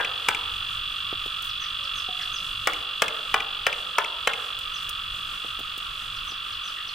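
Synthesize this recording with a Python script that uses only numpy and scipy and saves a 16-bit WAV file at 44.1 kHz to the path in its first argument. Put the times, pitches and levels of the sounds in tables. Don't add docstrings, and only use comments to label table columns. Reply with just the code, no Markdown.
import sys
import numpy as np
from scipy import signal
from scipy.fft import rfft, irfft
from scipy.io import wavfile
from scipy.ndimage import uniform_filter1d

SR = 44100
rng = np.random.default_rng(int(sys.argv[2]) if len(sys.argv) > 2 else 0)


def store_pcm(level_fs):
    pcm = np.round(np.clip(level_fs, -1, 1) * 32767).astype(np.int16)
    wavfile.write(sys.argv[1], SR, np.atleast_2d(pcm).T)


N = 306054
TIME = np.arange(N) / SR

# start in seconds, force in dB, boost of the low modes in dB,
# crack level in dB, factor on the modal frequencies.
BLOWS = [(-.0145, -0.5, 0.5, -1, 0.98), (0.286, -2.5, -3, 4.5, 0.94), (2.672, -2.3, -4.5, 4, 0.92),
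         (3.0201, -2, 4, 5, 0.99), (3.3418, -.5, -0.5, -1.5, 0.94), (3.6663, -1.5, 1, 3, 1.0),
         (3.9834, -1, -3.5, -0.5, 0.84), (4.2732, -0.5, -0.5, -1.5, 1)]
# nominal frequency in Hz, level in dB, 60 dB decay time in s.
MODES = [(171, -21, 0.017), (372, -19.5, 0.025), (440, -11.5, 0.024), (492, -4.5, 0.027), (600, -8, 0.027),
         (706, -6.5, 0.024), (840, -7, 0.03), (1140, -3.5, 0.017), (1269, -0.5, 0.0032), (1453, -0.5, 0.01),
         (1612, -4, 0.054), (1817, -1.5, 0.018), (2082, -1.5, 0.022), (2396, -4, 0.0021),
         (2592, -0.5, 0.0099), (3076, 0.5, 0.014), (3900, -8, 0.011), (4540, -34, .006),
         (5780, -22.5, .006)]
# frequency in Hz, density in dB per Hz.
CRACK = [(250, -44), (900, 6.5), (2400, 5.5), (3500, -7), (5500, -1.5), (7300, -8), (8500, -6),
         (11000, -15), (16000, -17)]
# frequency in Hz, likeness from 0 to 1.
DIRECT_LIKENESS = [(100, .99), (600, 1), (1400, 0.68), (3000, 1), (7000, 0.52), (15000, 0.7)]
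CUT_S = 0.0052
THUMP_HZ = 706

# delay in s, left level in dB, right level in dB.
REFLECTIONS = [(.0093, -22, -20), (0.0216, -24, -19), (.0245, -25, -36), (0.038, -40, -24)]
# frequency in Hz, gain in dB.
WALL = [(200, -5.5), (1400, -46), (2000, -10.5), (2600, -4.5), (3500, -16.5), (6000, -11.5), (15000, -17)]
# frequency in Hz, gain in dB.
VALLEY = [(150, -17), (300, 2), (500, -3.5), (900, -3), (1600, -6), (3000, -16.5), (6000, -22), (15000, 7)]
# frequency in Hz, 60 dB decay time in s.
VALLEY_T60 = [(150, 0.9), (500, 0.88), (1500, 0.79), (4000, 0.36), (12000, 0.11)]

# delay in ms, level in dB, left minus right in dB.
RIBS = [(0.839, -2.1, -0.9), (2.167, -8.9, -0.0), (4.354, -6.0, -2.0), (5.577, -3.4, -1.3),
        (6.918, -17.9, 5.6), (9.067, -6.1, -1.5), (10.299, -21.2, -4.7), (11.958, -22.7, 4.7),
        (13.825, -17.6, -4.5)]
# frequency in Hz, gain in dB.
TYMBAL = [(1500.0, -46.5), (2200.0, -36.5), (2550.0, -9), (2800.0, 1.5), (3100.0, -6.5), (3400.0, 4.5),
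          (3700.0, -7), (4100.0, -15), (4800.0, -21), (5600.0, -32), (8000.0, -57.5)]
FIRST_STROKE = 0.372
STROKE_HZ, SAG_HZ, SAG_POWER = 47.239, 0.02126, 1.5
SONG_DB, SONG_HOLD_S, SONG_FALL_DB, SONG_FADE_S, SONG_PAN_DB = -32.5, 1, 3.5, 5.1, -2.6

# frequency in Hz, density in dB per Hz.
CHORUS = [(700, -35), (950, -24), (1080, -10.5), (1200, -1), (1330, -1.5), (1500, -11), (1750, -14),
          (2100, -20.5), (2600, -10), (4000, -39.5)]
CHORUS_DB, CHORUS_FADE_DB_PER_S = -39, 0.2151
CHORUS_FLUTTER_DB, CHORUS_FLUTTER_HZ = 1.0, 14
# frequency in Hz, density in dB per Hz.
SHRILL = [(1900, -21), (2300, -14), (2800, 4), (3400, 0), (3800, -8.5), (4800, -11.5), (5600, -29),
          (8000, -50)]
SHRILL_DB, SHRILL_FADE_DB_PER_S = -38.5, 0.23
# frequency in Hz, density in dB per Hz.
AIR = [(30, -19), (150, 2.5), (300, -3.5), (700, -2.5), (2000, -16.5), (5500, -3), (6700, -5.5), (8200, -3),
       (10000, -9), (13000, -9.5), (16000, -28)]
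# frequency in Hz, density in dB per Hz.
BREEZE = [(10, -12), (22, -0.5), (34, -4), (55, -7.5), (100, -10), (150, -16), (230, -29.5), (500, -46.5)]
BREEZE_DB, BREEZE_FADE_DB_PER_S = -48, 0.49
LULL_S, LULL_WIDTH_S, LULL_DB = 4.24, 0.54, 6.5
# frequency in Hz, likeness from 0 to 1.
LIKENESS = [(30, 1), (150, 0.91), (500, 0.73), (1300, 0.46), (3000, 0.37), (15000, 0.35)]

# start in seconds, dull knock in dB, scrape in dB,
# scrape decay in s.
NUDGES = [(1.128, -30.5, -70, .004), (1.261, -36, -41.5, .008), (1.422, -52, -34.5, 0.0057),
          (1.442, -66, -43.5, 0.055), (2.089, -37.5, -70, .004), (4.589, -70, -37, 0.0039),
          (4.828, -51, -43, .005), (4.892, -49, -29, 0.0064), (5.447, -37.5, -66, .004),
          (5.592, -40, -41, 0.01), (5.605, -39.5, -54, .005), (5.777, -45, -35, 0.0064),
          (6.321, -44, -62, .004)]
# frequency in Hz, gain in dB.
KNOCK = [(50, -17), (200, -4), (430, -1), (620, -7), (820, -6.5), (1100, -22), (4000, -55)]
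# frequency in Hz, density in dB per Hz.
SCRAPE = [(300, -10), (1500, -17), (5000, -1.5), (9000, -1), (15500, -3.5)]

# start in seconds, flick in dB, slur in dB,
# slur length in s, reference pitch of the slur in Hz.
CALLS_HIGH = [(1.489, -38.5, -42, .056, 6360), (1.836, -38, -42, 0.06, 6540),
              (2.213, -36.5, -39.5, 0.058, 6500), (4.622, -51, -42, .05, 6300),
              (6.162, -41.5, -43.5, .055, 6200), (6.52, -40.5, -44, 0.07, 6300),
              (6.877, -37, -44, .06, 6300)]
FLICK_S, FLICK_HZ = 0.023, (6350, 5000, 3800)
SLUR_WAIT_S = 0.111
SLUR_SHAPE = (0.91, 0.96, 0.62)
# start in seconds, length in s, reference pitch in Hz, level in dB.
HOOTS = [(1.784, 0.1, 600, -59), (2.081, 0.052, 787, -38.5)]
HOOT_SHAPE = (0.95, 0.94, 0.93)
# start in seconds, reference pitch in Hz, level in dB.
CHUCKS = [(1.612, 2050, -44.5), (2.192, 1930, -42), (6.767, 1885, -43.5)]
CHUCK_S, CHUCK_SHAPE = 0.045, (0.88, 0.96, 0.85)

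EDGE_HZ = 15950


def amp(db):
    return 10 ** (np.asarray(db) / 20)


def unit(x):
    return x / np.sqrt(np.mean(x ** 2) + 1e-20)


def read(points, hz):
    f, value = np.transpose(points)
    return np.interp(np.log(hz + 1), np.log(f), value)


def pan(db):
    return amp(np.array([db / 2, -db / 2]).reshape(2, -1))


def add(mix, s, sound):
    start = round(s * SR)
    part = mix[:, max(start, 0):max(start + sound.shape[-1], 0)]
    part += sound[..., max(-start, 0):][..., :part.shape[-1]]


def convolve(x, response):
    full = signal.fftconvolve(np.atleast_2d(x), np.atleast_2d(response), axes=1)
    return full[:, :x.shape[-1]]


def colour(x, points, size=4096):
    log_gain = np.log(amp(read(points, abs(np.fft.fftfreq(size, 1 / SR)))))
    spectrum = np.exp(np.conj(signal.hilbert(log_gain)))
    return convolve(x, np.fft.ifft(spectrum).real[:size // 2])


def noise(points, size=N, likeness=LIKENESS):
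    hz = np.fft.rfftfreq(size, 1 / SR)
    left, other = rfft(rng.standard_normal((2, size)))
    same = np.clip(read(likeness, hz), -1, 1)
    right = same * left + np.sqrt(1 - same ** 2) * other
    return unit(irfft(np.array([left, right]) * amp(read(points, hz)), size))


def drift(rate_hz):
    hz = np.fft.rfftfreq(N, 1 / SR)
    return unit(irfft(rfft(rng.standard_normal(N)) * np.exp(-(hz / rate_hz) ** 2), N))


def tail(t60_points, onset, size=32768):
    hz, t, z = signal.stft(noise([(20, 0), (20000, 0)], size=size), SR, nperseg=256)
    decay_db = -60 * t / read(t60_points, hz)[:, None]
    ring = signal.istft(z * amp(decay_db), SR, nperseg=256)[1]
    ring = ring * (1 - np.exp(-(np.arange(ring.shape[1]) / SR / onset) ** 2))
    return ring / np.linalg.norm(ring[0])


def blow(thump_db, crack_db, pitch, size=32768):
    rise_s, crack_rise_s, crack_decay_s = 0.00036, 0.0002, 0.0033
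    ring_db, bite_db = -19.0, -13
    spread, scatter = 0.24, 0.2
    t = np.arange(size) / SR
    hz, db, t60 = np.transpose(MODES)[:, :, None]
    start, apart, uneven, detune = rng.standard_normal((4, len(MODES), 1))
    db = db + ring_db + thump_db / (1 + (hz / THUMP_HZ) ** 4) + 0.52 * uneven
    envelope = amp(db - 60 * np.maximum(t - CUT_S, 0) / t60) * (1 - np.exp(-(t / rise_s) ** 2))
    start = np.arange(len(MODES))[:, None] / 2 + scatter * start * hz / THUMP_HZ
    turns = hz * pitch * (1 + 0.017 * detune) * t + start
    offset = spread * apart * hz / 2500
    ring = np.array([(envelope * np.sin(2 * np.pi * turns + side * offset)).sum(0) for side in (1, -1)])
    crack = noise(CRACK, size=size, likeness=DIRECT_LIKENESS)
    crack = crack * np.exp(-t / crack_decay_s) * (1 - np.exp(-t / crack_rise_s))
    return ring + amp(bite_db + crack_db) * crack * pan(2.6)


def yard(x, wall_delay_s=0.0611, porch_db=-15, valley_db=-11):
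    out = x.copy()
    for delay, left_db, right_db in REFLECTIONS:
        add(out, delay, x * amp([[left_db], [right_db]]))
    add(out, wall_delay_s, colour(x, WALL))
    porch_t60 = [(300, 0.08), (1500, 0.11), (3000, 0.044), (8000, 0.047)]
    out += amp(porch_db) * convolve(x, tail(porch_t60, onset=0.016))
    valley = colour(convolve(x, tail(VALLEY_T60, onset=0.018)), VALLEY)
    return out + amp(valley_db) * valley


def mallet():
    out = np.zeros((2, N))
    for s, force_db, thump_db, crack_db, pitch in BLOWS:
        add(out, s, amp(force_db) * yard(blow(thump_db, crack_db, pitch)))
    return out * pan(0.76)


def cicada(flutter_db=1.0, scatter_db=-18, lag_ms=0.023, waver_db=0.4):
    turns = np.cumsum(STROKE_HZ - SAG_HZ * TIME ** SAG_POWER) / SR - FIRST_STROKE
    strokes = np.interp(np.arange(int(turns[-1]) + 1), turns, TIME)
    ms, db, side_db = np.transpose(RIBS)
    sizes = amp(db + flutter_db * rng.standard_normal((len(strokes), len(ms))))
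    clicks, taps = np.zeros((2, N + SR)), np.arange(-8, 9)
    for channel, side in enumerate((0.5, -0.5)):
        place = (strokes[:, None] + (ms - side * lag_ms) / 1000)[..., None] * SR
        index = np.round(place).astype(int) + taps
        pulse = np.sinc(index - place) * np.hanning(len(taps))
        np.add.at(clicks[channel], index, (sizes * amp(side * side_db))[..., None] * pulse)
    buzz = colour(clicks[:, :N], TYMBAL)
    buzz = buzz + amp(scatter_db) * convolve(buzz, tail([(2000, 0.36), (6000, 1.0)], onset=0.05))
    near = buzz.copy()
    add(buzz, 0.00265, near * amp([[-12], [-40]]))
    add(buzz, 0.00147, near * amp([[-40], [-12]]))
    level_db = SONG_DB - SONG_FALL_DB * np.clip((TIME - SONG_HOLD_S) / SONG_FADE_S, 0, 1)
    balanced = np.array([unit(c) for c in buzz])
    return balanced * amp(level_db + waver_db * drift(1)) * pan(SONG_PAN_DB)


def insect_chorus():
    flutter_db = CHORUS_FLUTTER_DB * drift(CHORUS_FLUTTER_HZ)
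    low = noise(CHORUS) * amp(CHORUS_DB - CHORUS_FADE_DB_PER_S * TIME + flutter_db) * pan(-5.0)
    shrill = noise(SHRILL) * amp(SHRILL_DB - SHRILL_FADE_DB_PER_S * TIME) * pan(1.0)
    return low + shrill


def breeze(gust_db=3.0):
    lull = np.exp(-((TIME - LULL_S) / LULL_WIDTH_S) ** 2)
    level_db = BREEZE_DB - BREEZE_FADE_DB_PER_S * TIME - LULL_DB * lull + gust_db * drift(4.2)
    return noise(BREEZE) * amp(level_db)


def leaves(air_db=-53):
    return amp(air_db + 2.0 * drift(6.5)) * noise(AIR) * pan(2.4)


def handling(rattle=0.047, rattle_decay_s=0.0081, size=8192):
    out, t = np.zeros((2, N)), np.arange(size) / SR
    for s, knock_db, scrape_db, decay in NUDGES:
        contact = (t == 0) + rattle * rng.standard_normal(size) * np.exp(-t / rattle_decay_s)
        knock = colour(contact, KNOCK)
        scrape = noise(SCRAPE, size=size) * np.exp(-t / decay) * (1 - np.exp(-t / 0.00023))
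        add(out, s, 2 * amp(knock_db) * knock / abs(knock).max() + amp(scrape_db) * scrape)
    return out


def note(length, pitches_hz, quaver, swell_db, size=90):
    u = np.linspace(0, 1, int(length * SR))
    waver = unit(uniform_filter1d(rng.standard_normal(SR), size=size))[:len(u)]
    bend = np.polyval(np.polyfit([0, 0.5, 1], pitches_hz, 2), u)
    hz = bend * (1 + quaver * waver)
    tone = np.sin(2 * np.pi * np.cumsum(hz) / SR)
    return amp(swell_db * (u - 0.5)) * tone * signal.windows.tukey(len(u), 0.3)


def trees(x, direct_db, wet_db):
    blurred = convolve(x, tail([(700, 0.65), (6000, 0.29)], onset=0.00063))
    return amp(direct_db) * x + amp(wet_db) * blurred


def birds():
    high, hoots, chucks = np.zeros((3, 2, N))
    for s, flick_db, slur_db, length, reference_hz in CALLS_HIGH:
        flick = note(FLICK_S, FLICK_HZ, quaver=0.022, swell_db=12)
        slur = note(length, reference_hz * np.array(SLUR_SHAPE), quaver=0.016, swell_db=9)
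        add(high, s, amp(flick_db) * flick)
        add(high, s + SLUR_WAIT_S, amp(slur_db) * slur)
    for s, length, hz, db in HOOTS:
        add(hoots, s, amp(db) * note(length, hz * np.array(HOOT_SHAPE), quaver=0.006, swell_db=-2.5))
    for s, hz, db in CHUCKS:
        add(chucks, s, amp(db) * note(CHUCK_S, hz * np.array(CHUCK_SHAPE), quaver=0.11, swell_db=3))
    out = trees(high, direct_db=-2, wet_db=-2.5)
    out += trees(hoots, direct_db=0.0, wet_db=-8)
    return out + trees(chucks, direct_db=2.5, wet_db=-1.5)


def scene():
    return mallet() + cicada() + insect_chorus() + breeze() + leaves() + handling() + birds()


def record(dry, ceiling=1.0):
    rounded = dry / (1 + (dry / ceiling) ** 4) ** 0.25
    lowpass = signal.firwin(401, EDGE_HZ, window=("kaiser", 9), fs=SR)
    return signal.oaconvolve(rounded, lowpass[None], "same")


dry = scene()
out = record(dry)
store_pcm(out)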